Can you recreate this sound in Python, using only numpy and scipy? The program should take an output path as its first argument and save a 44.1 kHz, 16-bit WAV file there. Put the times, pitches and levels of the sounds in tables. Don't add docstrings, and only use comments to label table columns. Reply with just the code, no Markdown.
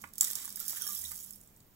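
import sys
import numpy as np
from scipy import signal
from scipy.fft import rfft, irfft
from scipy.io import wavfile

SR = 44100
rng = np.random.default_rng(int(sys.argv[2]) if len(sys.argv) > 2 else 0)


def how_loud(loudness_db):
    steps = np.asarray(loudness_db, float) / 20
    return 10 ** steps


def unload_audio(sound):
    columns = np.transpose(np.atleast_2d(sound))
    steps = np.round(np.clip(columns, -1, 1) * 32767)
    wavfile.write(sys.argv[1], SR, steps.astype(np.int16))


N = 77175
TIME = np.arange(N) / SR
HZ = np.fft.rfftfreq(N, 1 / SR)
TICK_T60_S, TICK_LOW_HZ = 0.0075, 6030
TICK_DB, TICK_LATE_S = 3, 0.0006


def evened(x):
    return x / np.sqrt(np.mean(x ** 2) + 1e-20)


def read(points, hz):
    f, value = np.transpose(points)
    return np.interp(np.log(hz + 1), np.log(f + 1), value)


def add(mix, s, sound):
    part = mix[round(s * SR):][:len(sound)]
    part += sound[:len(part)]


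def wander(per_s):
    knots = rng.standard_normal(round(N / SR * per_s) + 2)
    return np.interp(TIME * per_s, np.arange(len(knots)), knots)


def resonate(x, hz, width):
    turn = np.exp(2j * np.pi * hz * TIME)
    r = np.exp(-np.pi * width / SR)
    return 2 * (turn * signal.lfilter([1 - r], [1, -r], x / turn)).real


def high_pass(x, hz):
    return signal.lfilter(*signal.butter(2, hz, "high", fs=SR), x)


def room_air():
    # (frequency [Hz], level [dB])
    air_left = [(25, -2.5), (200, -6), (400, -13), (1400, -20.5), (4500, -30), (7300, -34), (10000, -28),
                (15500, -27)]
    air_right = [(25, -6.5), (200, -4.5), (400, -16.5), (1400, -24.5), (4500, -29.5), (9500, -50),
                 (13000, -15), (15500, -17)]
    # (frequency [Hz], likeness [0..1])
    likeness = [(60, 0.84), (270, 0.65), (640, 0.41), (1400, 0), (6800, 0.25), (10000, 0.12)]
    # (frequency [Hz], width [Hz], level [dB])
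    hum = [(198.7, 8.9, -70.5), (101.2, 9.5, -79), (48.4, 37, -83)]
    # (time [s], level [dB], frequency [Hz], length [s])
    thumps = [
        (0.039, -58.5, 87, 0.061),
        (.04, -57.5, 264, 0.019),
        (0.731, -54.5, 680, 0.0069),
        (0.948, -57, 82, 0.23),
    ]

    a, b, c = rng.standard_normal((3, N))
    same = np.clip(read(likeness, HZ), 0, 1)
    spectra = np.array([rfft(a), same * rfft(a) + np.sqrt(1 - same ** 2) * rfft(b)])
    colour = how_loud(np.array([read(air_left, HZ), read(air_right, HZ)]))
    air = how_loud(-62) * evened(irfft(spectra * colour, N))
    low = sum(how_loud(db) * evened(resonate(c, hz, width)) for hz, width, db in hum)
    for s, db, hz, length in thumps:
        t = np.arange(0, length, 1 / SR)
        add(low, s, how_loud(db) * np.sin(np.pi * t / length) * np.sin(2 * np.pi * hz * t))
    return air + low


def knocks():
    # (time [s], peak [dB], decay t60 [s])
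    blows = [(0.0394, -33.5, 0.031), (0.2094, -48.5, 0.045), (.222, -39, 0.045), (.3, -49, 0.067),
             (0.331, -50, 0.062), (0.355, -48, 0.042), (0.381, -49.5, 0.14), (0.448, -47, 0.041),
             (.478, -44, 0.022), (.731, -42.5, 0.021), (1.114, -46, 0.073)]
    # (frequency [Hz], level [dB])
    modes = [(1165, 2.5), (1420, -9), (1750, -0.5), (1960, -1), (2250, -22)]

    out, t = np.zeros(N), TIME[:5000]
    band = signal.butter(3, [800, 2200], "band", fs=SR, output="sos")
    for s, db, t60 in blows:
        decay = how_loud(-60 * t / t60)
        ring = 0
        for hz, mode_db in modes:
            odd = rng.standard_normal()
            ring = ring + how_loud(mode_db + 2 * odd) * decay * np.sin(2 * np.pi * hz * (1 + 0.02 * odd) * t)
        puff = signal.sosfilt(band, rng.standard_normal(len(t))) * decay
        add(out, s, how_loud(db - 0.5) * (ring / abs(ring).max() + 0.8 * puff / abs(puff).max()))
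    return out


def plinks():
    # (time [s], peak [dB], pitch [Hz], decay t60 [s])
    bubbles = [(.275, -41.5, 1953, 0.037), (.558, -40, 14000, 0.044), (.57, -40, 15250, 0.064),
               (.574, -47, 1685, 0.027), (0.6, -36, 13100, .05), (.603, -36, 13500, .07),
               (.604, -49, 10100, .04), (.628, -42, 14000, .05), (0.68, -32.5, 10000, .04),
               (0.608, -46.5, 1360, 0.078), (0.77, -46.5, 1790, 0.031), (.81, -66.5, 467, 0.67),
               (0.8113, -38.5, 5900, 0.1), (0.813, -43.5, 3280, 0.048), (.812, -49, 1489, 0.077),
               (0.837, -48.5, 3240, 0.071), (.826, -49.5, 1355, 0.049), (0.846, -50.5, 1220, 0.037),
               (.866, -43, 1658, 0.049), (0.8673, -37.5, 5530, 0.079), (0.869, -49, 1160, 0.048),
               (0.89, -43.5, 1187, 0.13), (.962, -46.5, 3410, 0.052), (.965, -39, 5180, 0.069),
               (1.037, -51.5, 1950, 0.07), (1.051, -40, 3410, 0.018), (1.0509, -34.5, 3830, 0.042),
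               (1.334, -52.5, 5330, .05)]

    out, t = np.zeros(N), TIME[:6000]
    for s, db, hz, t60 in bubbles:
        envelope = how_loud(db - 60 * t / t60) * np.minimum(t / 0.00046, 1)
        add(out, s, envelope * np.sin(2 * np.pi * hz * t))
    return out * (1 + 0.25 * wander(250))


def snaps():
    # (time [s], peak [dB], colour [Hz])
    strays = [(0.0404, -41, 9000), (0.088, -45, 14500), (.1651, -50, 13000), (0.2721, -22.5, 8900),
              (0.275, -29, 9500), (0.3182, -25, 12100), (0.3277, -40, 12500), (.3476, -44, 13000),
              (.3569, -23, 13600), (.3927, -49, 13000), (.4126, -40, 13500), (0.421, -38, 12400),
              (.4259, -38, 8950), (.4433, -32, 13000), (.4475, -28, 12600), (.4626, -41, 12000),
              (0.4586, -41, 12100), (0.515, -46, 13000), (.6085, -45, 12500), (.6417, -34, 10900),
              (0.6906, -29, 12600), (0.725, -31, 11900), (0.7456, -43, 14100), (.761, -33, 12700),
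              (.7756, -32.5, 10330), (.812, -31, 12700), (0.8408, -29, 12500), (0.8875, -27, 12100),
              (0.8924, -27, 10900), (0.9305, -30, 12600), (0.945, -28, 14500), (0.9493, -25.5, 12000),
              (1.0182, -29, 7400), (1.1, -28, 12960), (1.1598, -28.5, 13500), (1.1887, -31, 14000),
              (1.206, -36, 11900), (1.2167, -36, 12500), (1.22, -42, 9800), (1.2344, -37, 13000),
              (1.2405, -37, 10230), (1.2457, -33.5, 12500), (1.2606, -34, 13500), (1.307, -28.5, 14200),
              (1.3257, -32.5, 14000), (1.333, -36, 10300), (1.3584, -36, 14300), (1.381, -48, 12800),
              (1.4049, -47, 13600), (1.4125, -41.5, 11600), (1.4354, -49, 14500), (1.4739, -45.5, 11200),
              (1.563, -49, 8000), (1.572, -45, 14700), (1.5756, -58, 13500), (1.601, -52.5, 15000),
              (1.6034, -49, 6200), (1.6262, -52, 13800)]
    t60_s, spread = 0.0044, 1.36

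    out, t = np.zeros(N), TIME[:500]
    envelope = how_loud(-60 * t / t60_s) * np.minimum(t / 0.0003, 1)
    for s, db, hz in strays:
        edges_hz = [hz / spread, min(hz * spread, SR / 2.2)]
        burst = np.tanh(2 * rng.standard_normal(500)) * envelope
        x = signal.lfilter(*signal.butter(2, edges_hz, "band", fs=SR), burst)
        add(out, s + TICK_LATE_S, how_loud(db + TICK_DB) * x / abs(x).max())
    return out


def tick(t60):
    t = TIME[:900]
    burst = np.tanh(2 * rng.standard_normal(900)) * how_loud(-60 * t / t60) * np.minimum(t / 0.00034, 1)
    x = high_pass(burst, TICK_LOW_HZ)
    return x / abs(x).max()


def patter(per_s, size_db, low_hz):
    hits = (rng.random(N) < per_s / SR) * how_loud(2 * size_db * np.minimum(rng.exponential(1, N), 3))
    count = 8
    kind, out, t = rng.integers(0, count, N), np.zeros(N), TIME[:600]
    for k in range(count):
        power = how_loud(-120 * t / (TICK_T60_S * (0.5 + k / count))) * np.minimum(t / 0.0004, 1)
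        strength = np.sqrt(abs(signal.oaconvolve(hits * (kind == k), power)[:N]))
        out += high_pass(rng.standard_normal(N) * strength, low_hz * (0.59 + k % 4 / 4))
    return evened(out)


def glass(strikes):
    # (frequency [Hz], width [Hz], level [dB])
    wall = [(1190, 90, -9), (1700, 200, -12), (3250, 160, -6), (5070, 90, -8), (5590, 100, -5),
            (5950, 110, -4), (6650, 150, -7), (10100, 260, -1), (11800, 400, -4), (12900, 400, -3),
            (13900, 350, -2), (15200, 300, -2)]

    out = np.zeros(N)
    for hz, width, db in wall:
        out += how_loud(db) * resonate(strikes * how_loud(5.5 * wander(100)), hz, width)
    return 3 * out


def grains():
    # (time [s], fine sand [dB], coarse grains [dB])
    flow = [(0, -54.5, -80), (.12, -64.5, -77), (0.201, -49.5, -68), (.222, -39.5, -32.5), (.27, -35, -51),
            (0.343, -47.5, -71), (0.371, -38.5, -69), (.47, -44.5, -56), (.545, -52, -72),
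            (0.601, -42, -68), (.67, -47, -71), (.7, -44.5, -42), (.8, -42, -59), (.9, -44.5, -40.5),
            (1.08, -51, -44.5), (1.251, -57.5, -53), (1.4, -69.5, -61.5), (1.75, -69.5, -89)]
    # (time [s], peak [dB], length share)
    dish_ticks = [(0.015, -37.5, 0.8), (0.0192, -37, 1.5), (.0732, -44.5, 1.3), (0.1355, -31.5, 0.54),
                  (.155, -34.5, .9), (.181, -20, 0.79), (0.1877, -28.5, 0.64), (.2000, -28, 0.76),
                  (0.2086, -3, 0.86), (0.221, -20, 1.6), (0.2292, -19.5, 1.4), (0.2428, -19.5, 1.1),
                  (0.2471, -16, 1.25), (.2594, -46, 1.3), (.267, -29, 2), (.2820, -19.5, 0.4),
                  (0.3021, -20.5, 0.69), (0.3102, -20, 1.1), (0.3317, -21, .8), (0.3533, -16.5, 0.97),
                  (0.3866, -33, 0.42), (0.454, -24, 0.73), (0.478, -27, 0.47), (0.4914, -27.5, 0.48),
                  (0.503, -27, 0.94), (0.525, -27.5, 0.92)]
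    # (time [s], peak [dB], share that rings the glass)
    falling = [(.557, -38, 1), (.570, -34, 0.37), (.594, -30, .2), (0.6003, -33, 0.82), (.627, -38, 0.54),
               (.652, -33, .3), (0.661, -35, .6), (0.6799, -28.5, 0.8), (0.6946, -24.5, .2),
               (.705, -27.5, 0.36), (0.8194, -25.5, 0.52), (.867, -34, 0.62), (0.876, -28.5, 0.42),
               (1.1168, -28.5, 0.13), (1.1556, -35, 0.16), (1.175, -36.5, .2)]
    glass_from_s, glass_until_s, glass_db, ping_db = 0.627, 1.34, -7, 3.5

    s, fine_db, coarse_db = np.transpose(flow)
    dry = how_loud(np.interp(TIME, s, fine_db)) * patter(per_s=5000, size_db=4.5, low_hz=2420)
    dry += how_loud(np.interp(TIME, s, coarse_db)) * patter(per_s=600, size_db=0.5, low_hz=TICK_LOW_HZ)
    fade_db = -60 * np.maximum(TIME - glass_until_s, 0)
    strikes = dry * np.clip((TIME - glass_from_s) / 0.039, 0, 1) * how_loud(glass_db + fade_db)
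    for s, db, length in dish_ticks:
        add(dry, s + TICK_LATE_S, how_loud(db + TICK_DB) * tick(TICK_T60_S * length))
    for s, db, share in falling:
        hit = how_loud(db + TICK_DB) * tick(TICK_T60_S * (1 + 2 * share))
        add(dry, s + TICK_LATE_S, (1 - share / 2) * hit)
        add(strikes, s + TICK_LATE_S, share * how_loud(ping_db) * hit)
    return dry + glass(strikes)


def tail(t60):
    t = TIME[:SR]
    x = rng.standard_normal(SR) * how_loud(-60 * t / t60) * np.minimum(t / 0.0011, 1)
    return x / np.linalg.norm(x)


def ports(x, left_db, right_db, direct_share):
    # (frequency [Hz], phase [rad])
    left_phase = [(300, -.6), (1200, -1.25), (3800, -2.2), (4600, -2.8), (5900, -5.9), (7500, -6.6),
                  (15500, -13)]
    # (frequency [Hz], half width [Hz], level [dB])
    valleys = [(2400, 250, -3), (2750, 150, -7), (4200, 350, -6)]
    near_t60_s, near_db, room_t60_s, room_db = 0.023, -13.5, 0.22, -8.5
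    flat = np.ones(len(HZ))

    share = direct_share / (1 + (HZ / 7760) ** 6)
    lag = np.exp(1j * read(left_phase, HZ))
    near, far = np.zeros((2, 2, N))
    for k in range(10):
        part = x * abs(np.cos(np.pi * (TIME * 6 + k / 10))) ** 8 / np.sqrt(2)
        for port in range(2):
            near[port] += signal.fftconvolve(part, tail(near_t60_s))[:N]
            far[port] += signal.fftconvolve(part, tail(room_t60_s))[:N]
    direct = rfft(x) * np.array([share * lag, flat])
    nearby = rfft(near) * np.array([np.sqrt(1 - share ** 2), how_loud(near_db) * flat])
    heard = direct + nearby + how_loud(room_db) * rfft(far)
    dips_db = sum(db * np.exp(-((HZ - hz) / width) ** 2) for hz, width, db in valleys)
    return irfft(heard * how_loud(np.array([left_db, right_db]) + dips_db), N)


def scene():
    # (frequency [Hz], level [dB])
    left_colour = [(300, 8.5), (1400, -13), (4100, -11.5), (6200, -10.5), (7600, -4.5), (8400, -9.5),
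                   (10000, -19.5), (15500, -36)]
    right_colour = [(300, 1.5), (1400, -7.5), (2800, -10.5), (4500, -9), (6200, -7), (8500, -7),
                    (10200, -5.5), (15500, -5.5)]

    left_db, right_db = read(left_colour, HZ), read(right_colour, HZ)
    tone_left_db = np.clip(left_db - right_db, -25, 0) - 1
    tones = ports(plinks() + knocks(), tone_left_db, np.full(len(HZ), 3), direct_share=0.92)
    pour = ports(how_loud(7.5) * (grains() + snaps()), left_db, right_db, direct_share=0.53)
    return pour + tones + room_air()


def band_limit(x):
    return signal.sosfilt(signal.butter(12, 17060, fs=SR, output="sos"), x)


def record(dry):
    x = signal.oaconvolve(dry, signal.firwin(511, 15850, fs=SR)[None], "same")
    return band_limit(np.clip(x, -0.92, 0.92))


dry = scene()
out = record(dry)
unload_audio(out)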